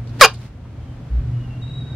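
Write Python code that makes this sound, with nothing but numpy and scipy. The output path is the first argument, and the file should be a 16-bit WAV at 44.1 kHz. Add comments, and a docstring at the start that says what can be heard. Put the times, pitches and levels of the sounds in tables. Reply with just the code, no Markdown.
"""Gecko bark in a plastic tub.

A gecko lunges on newspaper and gives one short bark that overloads the close microphone.
Its throat pulses fall in pitch and end as separate creaks; the tub and the room ring briefly.
Claws tick, the paper rustles and the body knocks the tub.
Outside, traffic rumbles, an engine drones and swells, and far brakes squeal thinly."""
import sys
import numpy as np
from scipy import signal
from scipy.fft import rfft, irfft
from scipy.io import wavfile
from scipy.ndimage import uniform_filter1d

SR = 44100
rng = np.random.default_rng(int(sys.argv[2]) if len(sys.argv) > 2 else 0)


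def put_to_file(sound):
    """Save the sound as 16-bit audio at rate SR, in the file named by the first command-line argument."""
    columns = np.atleast_2d(sound).T  # one column per channel
    safe = np.clip(columns, -1, 1)
    whole_steps = np.round(safe * 32767)
    wavfile.write(sys.argv[1], SR, whole_steps.astype(np.int16))


N = 85995

# stereo width of reflections, ticks and paper: freq_hz, side_minus_mid_db
DIFFUSE_WIDTH = [(100, -23.5), (1100, -11), (2500, -8.5), (5000, 1), (10000, 8)]


def undb(db):
    """Decibels to gain."""
    return 10 ** (np.asarray(db) / 20)


def unit(x):
    """Scale to rms 1."""
    return x / np.sqrt(np.mean(x ** 2))


def clock():
    """Sample times in seconds."""
    return np.arange(N) / SR


def colour(x, points):
    """Filter by (freq_hz, gain_db) points."""
    hz, db = np.array(points).T
    bin_hz = np.arange(N // 2 + 1) * SR / N
    gain_db = np.interp(np.log(bin_hz + 1), np.log(hz), db)
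    return irfft(rfft(x) * undb(gain_db), N)


def walk(rate_hz):
    """Smooth random wander, rms 1."""
    hold = int(SR / rate_hz)
    steps = np.repeat(rng.standard_normal(N // hold + 1), hold)
    return unit(uniform_filter1d(uniform_filter1d(steps, hold), hold)[:N])


def resonate(x, hz, width_hz):
    """One resonance, gain 1 at its centre."""
    hz = min(hz, SR / 2 - 2000)
    return signal.lfilter(*signal.iirpeak(hz, hz / width_hz, fs=SR), x)


def stereo_noise(width):
    """Noise whose left-right difference depends on frequency."""
    mid, side = rng.standard_normal((2, N))
    return unit(mid + colour(side, width) * np.array([[1], [-1]]))


def fade(start_s, t60_s):
    """Sudden onset, exponential decay."""
    age_s = clock() - start_s
    return (age_s >= 0) * np.exp(-np.log(1000) * np.maximum(age_s, 0) / t60_s)


def gate(start_s, end_s, edge_s):
    """Rise, hold and release."""
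    inside_s = np.minimum(clock() - start_s, end_s - clock())
    return np.sin(np.pi / 2 * np.clip(inside_s / edge_s + .5, 0, 1)) ** 2


def tone(hz, wander, rate_hz, octave_db):
    """Wavering tone with a weak octave."""
    phase = 2 * np.pi * np.cumsum(hz * (1 + wander * walk(rate_hz))) / SR
    return unit(np.sin(phase) + undb(octave_db) * np.sin(2 * phase))


def reflect(x, t60_s, eq):
    """Dense decaying reflections: a unit-energy tail, then coloured by eq."""
    tail = stereo_noise(DIFFUSE_WIDTH) * fade(0, t60_s)
    tail /= np.sqrt(np.sum(tail ** 2) / 2)
    return colour(signal.fftconvolve(x[None], tail, axes=1)[:, :N], eq)


def road():
    """Traffic rumble: gently swelling noise, near mono in the bass."""
    spectrum = [(20, -25), (33, -13.5), (50, -1.5), (90, 0.5), (150, -4.5), (190, -10.5), (250, -10),
                (400, -22), (700, -25), (900, -29.5), (1500, -33), (3100, -40.5), (6000, -51), (15000, -67)]  # road noise: freq_hz, density_db
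    width = [(40, -34), (125, -24), (500, -8), (2000, -5), (8000, 3)]  # stereo width: freq_hz, side_minus_mid_db
    swell = [(0, -0.5), (.3, 3), (.6, -1), (.85, 0.5), (1.05, 0.5), (1.3, 1), (1.7, 0), (1.95, .5)]  # level contour: time_s, gain_db
    level_db = -33 + np.interp(clock(), *np.array(swell).T) + .08 * walk(4.8)
    return undb(level_db) * unit(colour(stereo_noise(width), spectrum))


def engine():
    """A low engine drone that wavers and swells."""
    swell = [(0, -30), (.18, -29.5), (.33, -26), (.55, -40), (1.0, -37.5), (1.2, -33.5), (1.27, -22.5),
             (1.38, -19.5), (1.43, -28.5), (1.65, -31), (1.95, -32)]  # level contour: time_s, level_db
    level_db = np.interp(clock(), *np.array(swell).T) + walk(25)
    return undb(level_db) * tone(hz=120, wander=.012, rate_hz=15, octave_db=-24)


def booms():
    """Low tonal booms and swells in the rumble."""
    swells = [(1.115, 1.208, 59, -15.5), (1.21, 1.324, 70, -27.5), (1.1, 1.7, 37, -44.5),
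              (1.2, 1.348, 143, -31.5), (1.68, 1.97, 142, -33.5)]  # low tones: start_s, end_s, pitch_hz, level_db
    return sum(undb(db) * gate(start_s, end_s, edge_s=.036)
               * tone(hz, wander=.012, rate_hz=36, octave_db=-43.5)
               for start_s, end_s, hz, db in swells)


def brakes():
    """Thin squeals hop between pitches and echo along the street."""
    squeals = [(.8, .93, 3125, 3110, -25), (1.335, 1.47, 2905, 2895, -18), (1.44, 1.69, 2790, 2750, -18),
               (1.505, 1.54, 2755, 2750, -10), (1.62, 1.658, 3812, 3822, 0), (1.668, 1.725, 3860, 3860, -5),
               (1.735, 1.8, 3830, 3810, -1), (1.8, 1.96, 3815, 3765, -6), (1.83, 1.96, 1480, 1600, -18)]  # brake tones: start_s, end_s, first_hz, last_hz, gain_db
    street_eq = [(3000, 6), (8000, 1)]  # echo colour: freq_hz, gain_db
    squeal = 0
    for start_s, end_s, first_hz, last_hz, db in squeals:
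        pitch_hz = np.interp(clock(), [start_s, end_s], [first_hz, last_hz])
        envelope = undb(db) * gate(start_s, end_s, edge_s=.02)
        squeal += envelope * tone(pitch_hz, wander=.005, rate_hz=150, octave_db=-29.5)
    flutter_db = 3 * walk(130)
    squeal *= undb(-42 + flutter_db)
    return squeal + undb(-2) * reflect(squeal, t60_s=.43, eq=street_eq)


def claws():
    """Claws tick on paper and plastic: short bursts of band noise."""
    strikes = [(0.073, -42.5, 4100), (0.094, -45, 4150), (.338, -39, 8000), (0.343, -31, 3900),
               (0.355, -37, 4000), (.372, -43, 3960), (.389, -47, 6500), (0.651, -35.5, 1000)]  # claw ticks: start_s, level_db, centre_hz
    ticks = 0
    for start_s, db, hz in strikes:
        scratch = stereo_noise(DIFFUSE_WIDTH) * fade(start_s, t60_s=.081)
        scratch *= np.sqrt(SR / hz)  # offsets the bandwidth
        ticks += undb(db) * resonate(resonate(scratch, hz, hz / 2), hz, hz / 2)
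    return ticks


def paper():
    """Newspaper slides under the body in fine grains and scuffs as the gecko springs."""
    slides = [(0.173, .05, -52), (0.34, 0.0083, -52), (0.429, 0.057, -43.5)]  # paper slides: centre_s, half_width_s, level_db
    lunge = (.212, .013, -23.5)
    push = sum(undb(db) * np.exp(-((clock() - centre_s) / half_width_s) ** 2)
               for centre_s, half_width_s, db in [*slides, lunge])
    spectrum = [(150, -8.5), (450, 0), (1300, -2), (4500, -8), (6500, -17.5), (14000, -29)]  # rustle: freq_hz, density_db
    rustle = colour(stereo_noise(DIFFUSE_WIDTH), spectrum)
    grain_db = 1.5 * walk(400)
    return push * unit(rustle * undb(grain_db))


def bump():
    """The body knocks the tub: one low damped sine."""
    start_s, pitch_hz = .215, 42
    return undb(-19.5) * fade(start_s, t60_s=.08) * np.sin(2 * np.pi * pitch_hz * (clock() - start_s))


def throat_pulses(cycles, effort, gape):
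    """One impulse per cycle; timing and strength grow rougher as the mouth gapes."""
    jitter_s, shimmer_db, rough_growth = 3e-5, 1, 2.1
    t = clock()
    pulses = np.zeros(N)
    for k in range(int(cycles[-1]) + 1):
        i = np.argmax(cycles > k)
        delay, strength = rng.standard_normal(2) * (1 + rough_growth * gape[i])
        near = slice(i - 20, i + 20)
        impulse = np.sinc((t[near] - t[i] - jitter_s * delay) * SR)
        pulses[near] += effort[i] * undb(shimmer_db * strength) * impulse
    return unit(pulses)


def bark():
    """Slowing throat pulses, each with a puff of rasp, ring the throat and mouth."""
    glide = [(.2108, 670), (.216, 578), (.231, 522), (.237, 490), (.247, 420), (.2515, 235), (.258, 175),
             (.2605, 165)]  # throat pulse rate: time_s, rate_hz
    source_eq = [(5000, 2.5), (8000, -7), (15000, -10)]  # pulse and rasp colour: freq_hz, gain_db
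    formants = [(486, 130, -6, -6.5), (764, 120, -12, -5), (958, 140, -8.5, -4), (1124, 100, 1.5, -1.5),
                (1438, 200, -5, -5), (1777, 290, -6, -10), (2200, 330, -7, -13), (2483, 99, -10.5, -0.5),
                (2907, 190, -14, -5.5), (3930, 350, -11, -17), (4763, 220, -12, -9.5),
                (6200, 1500, -17, -18), (11000, 3500, -20.5, -18.5)]  # throat and mouth resonances: centre_hz, width_hz, first_db, gaping_db
    level_db, rasp_db, sag_db = 4, -13.5, 5.5
    gape_at_s, gape_ramp_s = .231, .008
    t = clock()
    time_s, rate_hz = np.array(glide).T
    start_s, end_s = time_s[0], time_s[-1]
    sounding = (t >= start_s) * (t <= end_s)
    cycles = np.cumsum(np.interp(t, time_s, rate_hz) * sounding) / SR
    gape = np.clip((t - gape_at_s) / gape_ramp_s + .5, 0, 1)
    effort = sounding * undb(-sag_db * np.clip((t - start_s) / (end_s - start_s), 0, 1))
    pulses = throat_pulses(cycles, effort, gape)
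    puffs = np.exp(-(cycles % 1) / .4)
    rasp = rng.standard_normal(N) * effort * (1 + gape) * puffs
    source = colour(pulses + undb(rasp_db) * unit(rasp), source_eq)
    voice = 0
    for k, (hz, width_hz, first_db, gaping_db) in enumerate(formants):
        drive = source * undb(first_db + (gaping_db - first_db) * gape)
        voice += (-1) ** k * resonate(drive, hz, width_hz)
    return unit(voice) * np.sqrt(np.mean(sounding)) * undb(level_db)  # rms over the bark's length


def tub_and_room(voice):
    """The direct voice plus a short ring from the tub and a longer one from the room."""
    tub_eq = [(400, -8.5), (1200, -2.5), (3000, 0.5), (8000, 4.5), (15000, -8.5)]  # tub reflections: freq_hz, gain_db
    room_eq = [(400, 2.5), (1000, 1), (2000, -1.5), (3800, 4.5), (5500, 1), (12000, -10.5)]  # room reflections: freq_hz, gain_db
    tub = undb(-3.5) * reflect(voice, t60_s=.018, eq=tub_eq)
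    room = undb(-6.5) * reflect(voice, t60_s=.15, eq=room_eq)
    return voice + tub + room


def scene():
    """The gecko close by, the street far off."""
    gecko = tub_and_room(bark()) + claws() + paper() + bump()
    street = road() + engine() + booms() + brakes()
    return gecko + street


def record(dry):
    """Gain ducks on overload and recovers slowly; peaks clip hard and the top is cut."""
    max_duck_db, attack_s, release_s, cutoff_hz = 9, .032, .4, 15800
    overload = (abs(dry).max(axis=0) > 1).astype(float)
    charge = signal.lfilter([1 / (attack_s * SR)], [1, -np.exp(-1 / (release_s * SR))], overload)
    clipped = np.clip(dry * undb(-max_duck_db * np.tanh(charge)), -1, 1)
    lowpass = signal.ellip(8, .1, 50, cutoff_hz, fs=SR, output="sos")
    return signal.sosfiltfilt(lowpass, clipped)


dry = scene()
out = record(dry)
put_to_file(out)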